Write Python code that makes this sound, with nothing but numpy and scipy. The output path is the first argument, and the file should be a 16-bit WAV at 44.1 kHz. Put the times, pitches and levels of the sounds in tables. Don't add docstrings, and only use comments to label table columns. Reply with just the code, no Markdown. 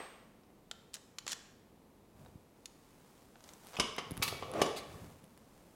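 import sys
import numpy as np
from scipy import signal
from scipy.fft import rfft, irfft, next_fast_len
from scipy.io import wavfile

SR = 44100
rng = np.random.default_rng(int(sys.argv[2]) if len(sys.argv) > 2 else 0)


def bounce(signal):
    frames = np.transpose(np.atleast_2d(signal))
    limited = np.clip(frames, -1, 1)
    pcm = np.round(limited * 32767).astype(np.int16)
    wavfile.write(sys.argv[1], SR, pcm)


N = 253952
TIME = np.arange(N) / SR
RING = TIME[:SR]


def undb(db):
    return 10 ** (np.asarray(db) / 20)


def read(points, hz):
    f, v = np.transpose(points)
    return np.interp(np.log(hz + 1), np.log(f), v)


def swell(curve):
    return undb(np.interp(TIME, *np.transpose(curve)))


def colour(x, points, tilt_db=0):
    size = next_fast_len(len(x) + 4096, real=True)
    size += size % 2
    hz = np.fft.rfftfreq(size, 1 / SR)
    spectrum_db = read(points, hz) + tilt_db * np.log2(np.maximum(hz, 800) / 4000)
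    cepstrum = irfft(np.log(undb(spectrum_db)))
    cepstrum[1:size // 2] *= 2
    cepstrum[size // 2 + 1:] = 0
    return irfft(rfft(x, size) * np.exp(rfft(cepstrum)))[:len(x)]


def level(x, db):
    return x * undb(db) / np.sqrt(np.mean(x ** 2))


def burst(x, db):
    return x * undb(db) / np.sqrt(np.sum(x ** 2) / (SR / 100))


def fade(t60_s):
    return np.exp(-np.log(1000) * RING / max(t60_s, 1e-4))


def crack(t60_s):
    return rng.choice([-1, 1], SR) * fade(t60_s)


def clink(hz, t60_s):
    return np.sin(2 * np.pi * hz * RING) * fade(t60_s)


def grit(spread_db):
    return rng.standard_normal(N) * undb(spread_db * np.minimum(rng.exponential(size=N), 7))


def add(track, s, x):
    start = max(int(s * SR), 0)
    track[start:start + len(x)] += x[:N - start]


def air_hum():
    # f/Hz, relative density/dB per Hz
    air_colour = [(15, -41), (25, -5), (87, -7), (114, -6.5), (212, -1.5), (416, -8), (463, -6.5),
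                  (545, -11), (677, -14), (863, -13.5), (1610, -25.5), (1840, -24.5), (4610, -32),
                  (14000, -33), (16000, -36)]
    return level(colour(rng.standard_normal(N), air_colour), -63)


def workshop(x, gap_s=0.0053, build_s=0.0028):
    # f/Hz, t60/s
    room_t60 = [(100, 0.63), (500, 0.65), (2000, 1), (6000, 0.62), (10000, 0.68), (16000, 0.32)]
    # f/Hz, gain/dB
    room_colour = [(60, -1.5), (200, 2.5), (500, 1.5), (1200, 0), (3000, -5), (7000, -4), (15000, -5.5)]
    hz = np.fft.rfftfreq(SR, 1 / SR)
    noise = rfft(rng.standard_normal(SR))
    centres_hz = 2. ** np.arange(6, 15)
    tail = 0
    for centre_hz, share in zip(centres_hz, np.eye(len(centres_hz))):
        weight = read(list(zip(centres_hz, share)), hz)
        tail = tail + irfft(noise * weight, SR) * fade(read(room_t60, centre_hz))
    tail = tail * np.clip((RING - gap_s) / build_s, 0, 1)
    tail = tail / np.sqrt(np.sum(tail ** 2))
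    return signal.fftconvolve(x, colour(tail, room_colour))[:N]


def stroke(peak_s, rise_s, fall_s):
    return np.exp(-((TIME - peak_s) / np.where(TIME < peak_s, rise_s, fall_s)) ** 2)


def cloth(bump_t60_s=0.019, bump_rise_t60_s=0.0028, snap_t60_s=0.0044, bump_low_hz=65):
    # peak/s, rise/s, fall/s, hiss/dB, rumble/dB
    arm_moves = [(2.21, 0.066, 0.15, -71, -58), (3.15, 0.57, 0.33, -67.5, -89), (3.5, 0.081, 0.1, -62, -83),
                 (3.71, 0.091, 0.13, -58, -88), (4.24, 0.16, .2, -61.5, -50),
                 (4.63, 0.17, 0.13, -66, -54.5), (4.97, 0.14, 0.18, -62.5, -52),
                 (5.75, 0.71, .2, -68.5, -73)]
    # t/s, level/dB, f/Hz
    bumps = [(2.356, -47.5, 116), (3.789, -43, 161), (4.109, -42.5, 278), (4.119, -38.5, 147),
             (4.177, -44, 110), (4.199, -38, 117), (4.326, -45, 107), (5.238, -54, 182)]
    # t/s, level/dB
    snaps = [(3.67, -56.5), (3.965, -54), (4.1095, -49.5), (4.117, -51), (4.17, -51), (4.1765, -48),
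             (4.5161, -51.5), (5.242, -63.5), (5.376, -63)]
    # f/Hz, relative density/dB per Hz
    snap_colour = [(1000, 3), (3500, -1), (7000, -10), (11000, 5.5), (12500, -5), (15500, -15)]
    # f/Hz, relative density/dB per Hz
    sleeve_colour = [(100, -2), (450, 11.5), (900, 13.5), (1800, 5.5), (4000, 2.5), (9000, 2),
                     (15500, -4.5)]
    # f/Hz, relative density/dB per Hz
    rub_colour = [(20, -41), (55, -12), (100, -5.5), (160, -8), (260, -15.5), (600, -19), (3000, -47)]
    hiss = level(colour(grit(spread_db=3.5), sleeve_colour), 0)
    rumble = level(colour(rng.standard_normal(N), rub_colour), 0)
    out = np.zeros(N)
    for peak_s, rise_s, fall_s, hiss_db, rumble_db in arm_moves:
        rustle = undb(hiss_db) * hiss + undb(rumble_db) * rumble
        out += stroke(peak_s, rise_s, fall_s) * rustle
    no_sub = signal.butter(2, bump_low_hz, "high", fs=SR, output="sos")
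    for s, db, hz in bumps:
        bump = clink(hz, bump_t60_s) * (1 - fade(bump_rise_t60_s))
        add(out, s, burst(signal.sosfilt(no_sub, bump), db))
    for s, db in snaps:
        add(out, s, burst(colour(crack(snap_t60_s), snap_colour), db))
    return out


def dropped_part(ping_hz=8285, ping_db=-52, ping_t60_s=0.62, tray_db=-42, tray_t60_s=0.92):
    # f/Hz, relative density/dB per Hz
    sheet_colour = [(150, -39), (480, -5.0), (750, -9), (1200, -10.5), (1900, -10.5),
                    (2800, -13.5), (4500, -22.5), (12000, -34.5)]
    ping = clink(ping_hz, ping_t60_s) + 0.45 * clink(8398, ping_t60_s)
    sheet = colour(crack(tray_t60_s), sheet_colour)
    out = np.zeros(N)
    add(out, 0, burst(ping, ping_db) + burst(sheet, tray_db))
    return out


def tick(tilt_db, hz, clink_db=-11, clink_t60_s=0.024, crack_t60_s=0.021):
    # f/Hz, relative density/dB per Hz
    click_colour = [(150, -19.5), (600, -5), (1350, -2.5), (1900, -1.5), (2400, -3.5), (3600, 2.5),
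                    (4900, -1.5), (7200, -0.5), (8300, -7.5), (10000, -10.5), (15500, -28.5)]
    dry_crack = colour(crack(crack_t60_s), click_colour, tilt_db)
    return burst(dry_crack, 0) + burst(clink(hz, clink_t60_s), clink_db)


def rattles(first_gap_s=.0075, gap_ratio=.9, shortest_gap_s=0.0045,
            scatter_db=1, centre_hz=6570, pitch_spread=0.195):
    # start/s, length/s, first level/dB, last level/dB, tilt/dB per octave
    runs = [(0.935, .019, -56.5, -49, 2), (1.287, 0.045, -47, -47.5, 1), (3.733, .024, -53.5, -51, -7.5)]
    out = np.zeros(N)
    for start_s, length_s, first_db, last_db, tilt_db in runs:
        gaps_s = np.maximum(first_gap_s * gap_ratio ** np.arange(20), shortest_gap_s)
        delays_s = np.cumsum(gaps_s) - gaps_s[0]
        for after_s, (force, pitch) in zip(delays_s, rng.standard_normal((20, 2))):
            if after_s < length_s:
                db = first_db + (last_db - first_db) * after_s / length_s + scatter_db * force
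                hz = centre_hz * np.exp(pitch_spread * pitch)
                add(out, start_s + after_s, burst(tick(tilt_db, hz), db))
    return out


def clicks():
    # t/s, level/dB, tilt/dB per octave, strongest resonance/Hz
    contacts = [(.435, -70.5, -5, 5300), (.502, -67.5, -12, 2020), (0.7126, -41.5, -0.5, 1400),
                (0.941, -43.5, 7.5, 5930), (0.967, -56, -3, 5900), (1.185, -41.5, 1, 5760),
                (1.266, -44, -3.5, 7200), (1.2785, -38.5, 0.5, 6860), (1.3187, -40, 5.5, 4800),
                (1.3304, -39.5, 1.5, 1770), (2.2614, -57.5, -17, 3800), (2.657, -46.5, 3.5, 4080),
                (3.3562, -58, -10, 1500), (3.406, -61.5, -5, 6500), (3.4402, -58.5, 4.5, 5300),
                (3.490, -55, -1.5, 6530), (3.535, -57.5, 8, 6200), (4.537, -48, -5.5, 10700),
                (4.663, -41, -6.5, 7150)]
    out = np.zeros(N)
    for s, db, tilt_db, hz in contacts:
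        add(out, s, burst(tick(tilt_db, hz), db))
    return out


def clash_colour(face):
    # f/Hz, rim density/dB per Hz, face density/dB per Hz
    clash_points = [(290, -9.5, -39.5), (876, -8.5, -5), (1148, 3, -1), (1550, -14.5, -8.5),
                    (1820, -10, -3), (2280, -4.5, -0.5), (2970, 5.5, -14), (4290, -10, 0.5),
                    (5200, -0.5, -10), (8340, -12, -16), (9600, -9, -12.5), (11500, -16.5, -12),
                    (15400, -35, -19)]
    return [(hz, rim_db + face * (face_db - rim_db)) for hz, rim_db, face_db in clash_points]


def plate_ring(face, tilt_db, mistune=0.00598, count=3):
    # f/Hz, rim-struck level/dB, face-struck level/dB, t60/s
    plate_modes = [(1077, -8, -8, .4), (1167, -9, -1, .35), (1265, 2, -10, .25), (2245, -4, -2, .5),
                   (2535, -16, -4, .4), (2700, -13, -3, .5), (2868, 1, -8, .35), (2912, 4, -9, .35),
                   (3297, -8, -3, .65), (3496, -1, -6, .6), (3820, -13, -5, .6), (4490, -10, -8, .5),
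                   (4690, -14, -7, .4), (4892, -4, -9, .45), (5100, -4, -16, .3), (5390, -12, -8, .35),
                   (5780, -7, -11, .35), (6430, -16, -9, .55), (6930, -11, -16, .4), (8930, -15, -14, .3),
                   (10310, -19, -19, .4), (10820, -19, -17, .35), (11610, -30, -15, .3),
                   (15010, -45, -15, .33)]
    out = 0
    for hz, rim_db, face_db, t60_s in plate_modes:
        db = rim_db + face * (face_db - rim_db) + tilt_db * np.log2(hz / 4000)
        detune_hz = mistune * np.sqrt(hz * 4000) * rng.standard_normal((count, 1))
        cycles = (hz + detune_hz) * RING + rng.random((count, 1))
        plates = np.sin((2 * np.pi * cycles).astype(np.float32)).sum(axis=0)
        out = out + undb(db) * fade(t60_s) * plates
    return out


def tray_thud(low_hz=120, high_hz=1450):
    # f/Hz, level/dB, t60/s
    tray_modes = [(141, -12.5, 0.077), (264, -1.5, 0.023), (405, 0.5, 0.053), (465, -5.5, 0.052),
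                  (550, -3, 0.053), (630, 1, 0.013), (723, 2, 0.022), (855, -6.5, 0.035), (1040, -15, 0.01),
                  (1175, -1.5, 0.046)]
    modes = 0
    for k, (hz, db, t60_s) in enumerate(tray_modes):
        modes = modes + undb(db) * fade(t60_s) * np.sin(2 * np.pi * hz * RING - k * np.pi / 2)
    band = signal.butter(2, [low_hz, high_hz], "band", fs=SR, output="sos")
    return signal.sosfilt(band, modes)


def sliding(grain_db=0.5):
    # t/s, level/dB
    slide_curve = [(4.42, -80), (4.45, -52), (4.52, -49.5), (4.56, -37.5), (4.61, -34), (4.63, -46),
                   (4.7, -62), (4.8, -74.5)]
    # t/s, level/dB
    scrape_curve = [(4.755, -87), (4.764, -47), (4.777, -42), (4.79, -47), (4.805, -58), (4.83, -95)]
    # f/Hz, relative density/dB per Hz
    slide_colour = [(60, -31), (140, -3), (300, -7), (540, 2.5), (700, -0.5), (900, -12), (1170, -5),
                    (1550, -17), (2500, -19), (4000, -28), (7000, -33), (15000, -46)]
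    rub = colour(grit(spread_db=grain_db), slide_colour)
    clash = colour(crack(0.017), clash_colour(0.73), tilt_db=0.5)
    steel = burst(clash, 0) + burst(plate_ring(1.0, 0), -5.5)
    scrape = signal.fftconvolve(grit(spread_db=0.0), steel)[:N]
    return level(rub, 0) * swell(slide_curve) + level(scrape, 0) * swell(scrape_curve)


def blows(ring_db=-9, clash_t60_s=0.053, tail_db=-11, tail_t60_s=0.4, clink_db=-6.0, clink_t60_s=0.038):
    # t/s, thud/dB, clash/dB, clash tilt/dB per octave, chatter/s,
    # contact (0 rim .. 1 face), clink/Hz
    landings = [(.002, -47.5, -47, -7.5, 0.059, 0.8, 1910), (3.7671, -60, -42, -4, 0.0054, 0.098, 2530),
                (3.7872, -40, -55, 3, .004, 0, 1240), (3.7983, -33.5, -25.5, -3, 0.0031, 0.045, 5120),
                (3.9818, -39, -36, -4.5, 0.0072, 0.24, 2080), (4.218, -46.5, -44, -8, 0.0028, 0.71, 2580),
                (4.2236, -56, -30, -0.5, 0.0029, 0.4, 2314), (4.2284, -48, -30.5, 3, 0.0084, 1, 2565),
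                (4.25, -66, -43, 12, 0.047, 0.5, 4020), (4.278, -48, -36.5, 0.5, 0.0063, 0.85, 2650),
                (4.324, -40, -52, -14, 0.0018, 0.68, 627), (4.424, -41.5, -43.5, -8, 0.011, 0.29, 1034),
                (4.6164, -23, -28, -0.5, 0.0026, 0.41, 1150)]
    out = np.zeros(N)
    for s, thud_db, clash_db, tilt_db, chatter_s, contact, clink_hz in landings:
        face = np.clip(contact, 0, 1)
        closing = np.exp(np.log(1000) * np.minimum(chatter_s - RING, 0) / clash_t60_s)
        slaps = burst(rng.standard_normal(SR) * closing, 0) + burst(crack(tail_t60_s), tail_db)
        add(out, s, burst(colour(slaps, clash_colour(face), tilt_db), clash_db))
        onset = np.minimum(RING / max(chatter_s, .001), 1)
        add(out, s, burst(plate_ring(face, tilt_db) * onset, clash_db + ring_db))
        add(out, s, burst(tray_thud(), thud_db))
        add(out, s, burst(clink(clink_hz, clink_t60_s), max(clash_db, thud_db) + clink_db))
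    return out


def scene():
    near = clicks() + rattles()
    far = blows() + sliding()
    echo = workshop(undb(-10) * near + undb(-7.0) * far)
    return (near + far + echo + dropped_part() + cloth() + air_hum())[None]


def record(dry, top_hz=15900):
    top_cut = signal.ellip(10, .2, 70, top_hz, fs=SR, output="sos")
    return signal.sosfilt(top_cut, dry)


dry = scene()
out = record(dry)
bounce(out)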